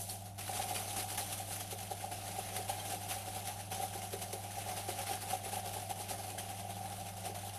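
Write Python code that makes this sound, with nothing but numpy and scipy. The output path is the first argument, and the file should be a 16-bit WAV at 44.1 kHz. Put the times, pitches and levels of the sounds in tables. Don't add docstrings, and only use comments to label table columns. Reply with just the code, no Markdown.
import sys
import numpy as np
from scipy import signal
from scipy.fft import rfft, irfft
from scipy.io import wavfile
from scipy.ndimage import uniform_filter1d

SR = 44100
rng = np.random.default_rng(int(sys.argv[2]) if len(sys.argv) > 2 else 0)


def unload_audio(sound):
    columns = np.transpose(np.atleast_2d(sound))
    steps = np.round(np.clip(columns, -1, 1) * 32767)
    wavfile.write(sys.argv[1], SR, steps.astype(np.int16))


N = 334426

# (frequency [Hz], level [dB rms], waver [dB rms])
HUM_TONES = [(36, -68, 1.5), (100, -50.5, .35), (180.5, -62.5, 2), (200, -63.5, 1.5), (300, -70, 3)]
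# (frequency [Hz], relative density [dB])
ROOM_NOISE_SPECTRUM = [(22, -18), (36, -1), (66, 8.5), (88, 4.5), (120, 9.5), (138, 3), (160, 12),
                       (235, -4.5), (320, -45), (700, 12), (1000, -9), (14400, -45)]
# (peak time [s], level [dB], rise [s], fall [s])
SPLASHES = [(-0.0, -44.5, 0.0044, 0.039), (0.099, -39.5, 0.015, 0.068), (0.261, -50, 0.021, 0.046),
            (0.394, -45.5, 0.02, 0.15), (0.483, -45.3, 0.058, 0.084), (0.557, -39, 0.037, 0.11),
            (0.624, -41, 0.015, 0.013), (0.704, -41, 0.058, 0.05), (0.76, -39, 0.022, 0.093),
            (0.824, -51, 0.013, 0.046), (0.899, -42.5, 0.048, 0.087), (0.965, -36, 0.0066, 0.065),
            (1.1, -41.5, 0.033, 0.082), (1.179, -34, 0.0069, 0.047), (1.331, -40, 0.072, 0.029),
            (1.39, -44, 0.029, 0.046), (1.533, -40, 0.064, 0.045), (1.604, -41, 0.014, 0.033),
            (1.728, -44.5, 0.044, 0.019), (1.83, -48, 0.069, 0.02), (1.913, -43, 0.02, 0.019),
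            (2.019, -46.5, 0.04, 0.049), (2.118, -41.5, 0.0087, 0.051), (2.196, -51.5, 0.031, 0.057),
            (2.266, -46.5, 0.068, 0.16), (2.39, -46.5, 0.081, 0.039), (2.458, -47.5, 0.031, 0.088),
            (2.565, -42, 0.067, 0.06), (2.699, -43, 0.031, 0.089), (2.798, -48.5, 0.031, 0.12),
            (2.914, -43, 0.08, 0.052), (3.017, -49, 0.021, 0.19), (3.112, -40, 0.031, 0.069),
            (3.263, -47.6, 0.02, 0.106), (3.366, -44.5, 0.046, 0.07), (3.484, -43.9, 0.057, 0.073),
            (3.606, -46.0, 0.036, 0.022), (3.727, -42, 0.027, 0.1), (3.834, -42.5, 0.038, 0.039),
            (3.951, -44.5, 0.038, 0.032), (4.037, -45, 0.036, 0.037), (4.14, -43, 0.03, 0.016),
            (4.224, -44.5, 0.015, 0.037), (4.331, -40, 0.0043, 0.019), (4.44, -45.7, 0.008, 0.011),
            (4.593, -47.5, 0.081, 0.043), (4.705, -47, 0.081, 0.1), (4.777, -39.5, 0.02, 0.036),
            (4.89, -41, 0.016, 0.042), (5.0, -45, 0.076, 0.046), (5.107, -40.5, 0.053, 0.055),
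            (5.228, -44.2, 0.037, 0.026), (5.312, -42.5, 0.078, 0.057), (5.452, -45, 0.034, 0.068),
            (5.54, -42, 0.033, 0.055), (5.663, -45.8, 0.048, 0.066), (5.738, -45.0, 0.021, 0.15),
            (5.904, -40.5, 0.016, 0.023), (6.011, -44.5, 0.064, 0.053), (6.111, -40.5, 0.03, 0.04),
            (6.197, -48.5, 0.032, 0.11), (6.295, -48, 0.064, 0.038), (6.385, -43, 0.0043, 0.043),
            (6.505, -46, 0.036, 0.029), (6.607, -51, 0.068, 0.023), (6.705, -45.5, 0.02, 0.03),
            (6.783, -56, 0.069, 0.102), (6.857, -55, 0.008, 0.12), (7.012, -54, 0.091, 0.035),
            (7.067, -46.5, 0.016, 0.045), (7.173, -48, 0.013, 0.065), (7.256, -44.5, 0.025, 0.06),
            (7.354, -46.5, 0.015, 0.045), (7.458, -47.6, 0.089, 0.096), (7.536, -48.5, 0.01, 0.089)]
# (time [s], spray level [dB], coarse drops over fine ones [dB])
SWIRL = [(0.0, -40.5, -16), (0.3, -66.5, -0.5), (0.45, -57, -0.6), (1.5, -48.5, -2), (2.2, -54, 2.2),
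         (3.0, -49.5, 0.5), (3.699, -55, 0.5), (4.4, -49.5, -0.5), (5.0, -51, 2.5), (6.0, -55, 0),
         (7.0, -51.5, 1.7), (7.58, -69, -0.1)]
# (time [s], level [dB])
WALL_VIGOUR = [(0, -43.5), (.35, -53), (.7, -47.5), (1.7, -50.5), (2.6, -48), (3.6, -48), (4.3, -46.5),
               (5.2, -48), (6.3, -46.5), (7.58, -48)]
# (frequency [Hz], width of each of two passes [Hz], relative level [dB])
WALL_MODES = [(445.6, 111, -3.5), (616.7, 155, -1), (636, 62, -6.5), (743.4, 137, 10.5), (780, 32, 4.5)]
# (time [s], nominal level [dB], pitch [Hz])
TICKS = [(0.096, -34, 4400), (0.48, -38, 1480), (0.763, -32, 2440), (1.180, -34, 1690), (2.799, -36, 3200),
         (6.381, -37.5, 1670), (6.399, -44, 1960)]
# (multiple of the pitch [ratio], relative level [dB])
TICK_PARTIALS = [(1, -1), (1.25, -6.5), (1.9, -7)]
# (peak time [s], ring of the trapped air [dB], low thud [dB])
KNOCKS = [(0.497, -35, -53), (0.601, -31.5, -63), (0.712, -38, -53), (0.79, -42, -53), (0.994, -40, -51),
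          (1.187, -38, -70), (1.229, -39.5, -65), (1.405, -38, -71), (1.73, -45, -45), (1.916, -33, -46),
          (2.045, -34, -67), (2.389, -36, -46), (2.566, -39, -57), (2.596, -43, -45), (2.7, -31.5, -58),
          (2.939, -34, -52), (3.113, -42, -55), (3.167, -36.5, -54), (3.279, -37.5, -51), (3.364, -35, -73),
          (3.728, -43, -53), (3.803, -34.3, -50), (3.837, -31, -58), (3.959, -51.1, -44.5),
          (4.141, -57, -38.5), (4.338, -57, -42), (4.584, -39, -56), (4.667, -40, -52), (4.691, -39.5, -56),
          (4.779, -40, -53), (4.891, -33.5, -41.5), (4.989, -36.5, -70), (5.114, -34, -48.5),
          (5.144, -41, -64), (5.336, -29, -50), (5.466, -53, -46), (5.535, -35.1, -49), (5.571, -34, -56),
          (5.663, -38.5, -51), (5.767, -37.5, -51), (5.913, -38.5, -52), (6.002, -47, -54),
          (6.114, -36, -53), (6.354, -40, -56), (6.651, -38, -60), (6.813, -40, -62), (6.852, -39.5, -56),
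          (7.258, -40, -58), (7.299, -43, -44.5)]
# (frequency [Hz], level relative to the ring [dB], level relative to the thud [dB])
KNOCK_MODES = [(386.5, -45, 1), (465, -25, -6.5), (570.3, -11.5, -4), (757.6, -2, -26), (814.6, -9, -32)]
# (frequency [Hz], relative density [dB])
SPRAY_SPECTRUM = [(250, -21), (330, -17), (900, -20.5), (1060, -18.5), (1900, -20), (2730, -12.5),
                  (4500, -16), (6830, -19), (10300, -10), (12500, -16.5), (14400, -23.5)]
# (frequency [Hz], width [Hz], relative level [dB])
HIGH_WALL_MODES = [(1540, 620, -3), (2110, 117, -1), (6140, 470, 0)]

ROOM_NOISE_DB = -57.5
KNOCK_DETUNE = 0.02
KNOCK_RISE_S, KNOCK_T60_S = 0.00805, 0.0502
REBOUND_S, REBOUND_DB = 0.02, -9.5
EDGE_HZ = 14330


def gain_of(db):
    return 10 ** (np.asarray(db) / 20)


def evened(x):
    return x / np.sqrt(np.mean(x ** 2) + 1e-20)


def add(mix, s, sound):
    part = mix[max(round(s * SR), 0):][:len(sound)]
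    part += sound[:len(part)]


def coloured(x, points):
    f, db = np.transpose(points)
    hz = np.fft.rfftfreq(len(x), 1 / SR)
    weight = gain_of(np.interp(np.log(hz + 1), np.log(f + 1), db))
    return evened(irfft(rfft(x) * weight, len(x)))


def ring(x, modes):
    total = 0
    for hz, width, db in modes:
        pole = np.exp((2j * hz - abs(width)) * np.pi / SR)
        total = total + gain_of(db) * 2 * signal.lfilter([1 - abs(pole)], [1, -pole], x + 0j).imag
    return total


def drift(per_s):
    size = max(round(SR / per_s), 1)
    return evened(uniform_filter1d(uniform_filter1d(rng.standard_normal(N), size), size))


def droplets(per_s, spread_db):
    size = gain_of(spread_db * np.minimum(rng.exponential(1, N), 4))
    sign = rng.choice([-1., 1.], N)
    return evened(size * sign * (rng.random(N) < per_s / SR))


def kitchen():
    t = np.arange(N) / SR
    hum = np.zeros(N)
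    for hz, db, waver_db in HUM_TONES:
        level = gain_of(db + waver_db * drift(5.2))
        hum += level * np.sqrt(2) * np.sin(2 * np.pi * (hz * t + rng.random()))
    return hum + gain_of(ROOM_NOISE_DB) * coloured(rng.standard_normal(N), ROOM_NOISE_SPECTRUM)


def room(x, t60=0.2):
    t = np.arange(SR // 2) / SR
    tail = rng.standard_normal(len(t)) * gain_of(-60 * t / t60) * (t > .004)
    return signal.fftconvolve(x, tail / np.linalg.norm(tail))[:N]


def strokes():
    s, spray_db, coarse_db = np.transpose(SWIRL)
    clock = np.arange(N) / SR
    power = gain_of(2 * np.interp(clock, s, spray_db))
    t = np.arange(SR // 2) / SR
    for at, db, rise, fall in SPLASHES:
        rise, fall = max(rise, .001), max(fall, .005)
        swell = np.minimum(t / rise, 1) ** 0.93
        decay = np.exp(-(np.maximum(t - rise, 0) / fall) ** 1.15)
        add(power, at - rise, (swell * decay * gain_of(db)) ** 2)
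    fine = np.sqrt(power)
    return fine, fine * gain_of(np.interp(clock, s, coarse_db))


def wall():
    _, coarse = strokes()
    vigour = gain_of(np.interp(np.arange(N) / SR, *np.transpose(WALL_VIGOUR)))
    drive = droplets(per_s=700, spread_db=1.5)
    modes = np.zeros(N)
    for hz, width, db in WALL_MODES:
        resonance = [(hz, width, 0)]
        modes += gain_of(db) * ring(ring(drive, resonance), resonance)
    warped = np.arange(N) + np.cumsum(.014 * drift(12))
    return vigour * evened(coarse) ** 0.66 * evened(np.interp(warped, np.arange(N), modes))


def ticks():
    out, t = np.zeros(N), np.arange(SR // 20) / SR
    for at, db, hz in TICKS:
        noise = rng.standard_normal(len(t))
        tone = sum(gain_of(mode_db) * np.sin(2 * np.pi * ratio * hz * t) for ratio, mode_db in TICK_PARTIALS)
        for late, rebound_db in [(0, -3), (.006, -15), (.017, -11)]:  # (s, dB)
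            decay = gain_of(db + rebound_db - 60 * t / 0.036)
            add(out, at + late, decay * (tone + 0.2 * noise))
    return out


def blows():
    out, t = np.zeros(N), np.arange(SR // 8) / SR
    for at, ring_db, thud_db in KNOCKS:
        bend = 1 + KNOCK_DETUNE * rng.standard_normal()
        for hz, to_ring_db, to_thud_db in KNOCK_MODES:
            t60 = KNOCK_T60_S * (hz / 750) ** 0.85
            shape = (1 - np.exp(-t / KNOCK_RISE_S)) ** 3 * gain_of(-60 * t / t60)
            size = np.hypot(gain_of(ring_db + to_ring_db), gain_of(thud_db + to_thud_db))
            tone = size * shape / shape.max() * np.sin(2 * np.pi * hz * bend * t)
            start = at - shape.argmax() / SR
            add(out, start, tone)
            add(out, start + REBOUND_S, gain_of(REBOUND_DB) * tone)
    return out


def patchy(x, depth_db):
    z = signal.stft(x, nperseg=256, noverlap=192)[2]
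    field = uniform_filter1d(rng.standard_normal(z.shape), size=4, axis=0)
    field = uniform_filter1d(field, size=14, axis=1)
    patched = signal.istft(z * gain_of(depth_db * evened(field)), nperseg=256, noverlap=192)[1]
    return evened(patched[:len(x)])


def bursts(per_s, t60, depth):
    t = np.arange(SR // 10) / SR
    decay = gain_of(-120 * t / t60)
    jumps = abs(signal.oaconvolve(droplets(per_s, spread_db=1) ** 2, decay)[:N])
    return evened(np.sqrt(1 + depth * jumps / np.mean(jumps)))


def bubbles():
    t, out = np.arange(600) / SR, np.zeros(N)
    for hz in np.geomspace(1500, 6000, num=14):
        turns = hz * t * (1 + 12 * t)
        chirp = np.sin(2 * np.pi * turns) * np.exp(-turns / 8) * np.minimum(turns / 3, 1)
        out += signal.oaconvolve(droplets(per_s=20, spread_db=-2.5), chirp)[:N]
    return evened(out)


def spray():
    fine, coarse = strokes()
    patter = coloured(droplets(per_s=9000, spread_db=-1), SPRAY_SPECTRUM)
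    wall_hits = evened(ring(droplets(per_s=1500, spread_db=2.0), HIGH_WALL_MODES))
    patter = patter + gain_of(-10.0) * wall_hits + gain_of(-16) * bubbles()
    patter = patchy(patter, depth_db=1.5) * bursts(per_s=37, t60=0.095, depth=0.36)
    low = signal.sosfiltfilt(signal.butter(1, 4500, fs=SR, output="sos"), patter)
    return coarse * low + fine * (patter - low)


def scene():
    bottle = spray() + wall() + blows() + ticks()
    return (bottle + gain_of(-11) * room(bottle) + kitchen())[None]


def record(dry):
    lowpass = signal.firwin(1023, EDGE_HZ, window=("kaiser", 10), fs=SR)
    return signal.oaconvolve(dry, lowpass[None], "same")


dry = scene()
out = record(dry)
unload_audio(out)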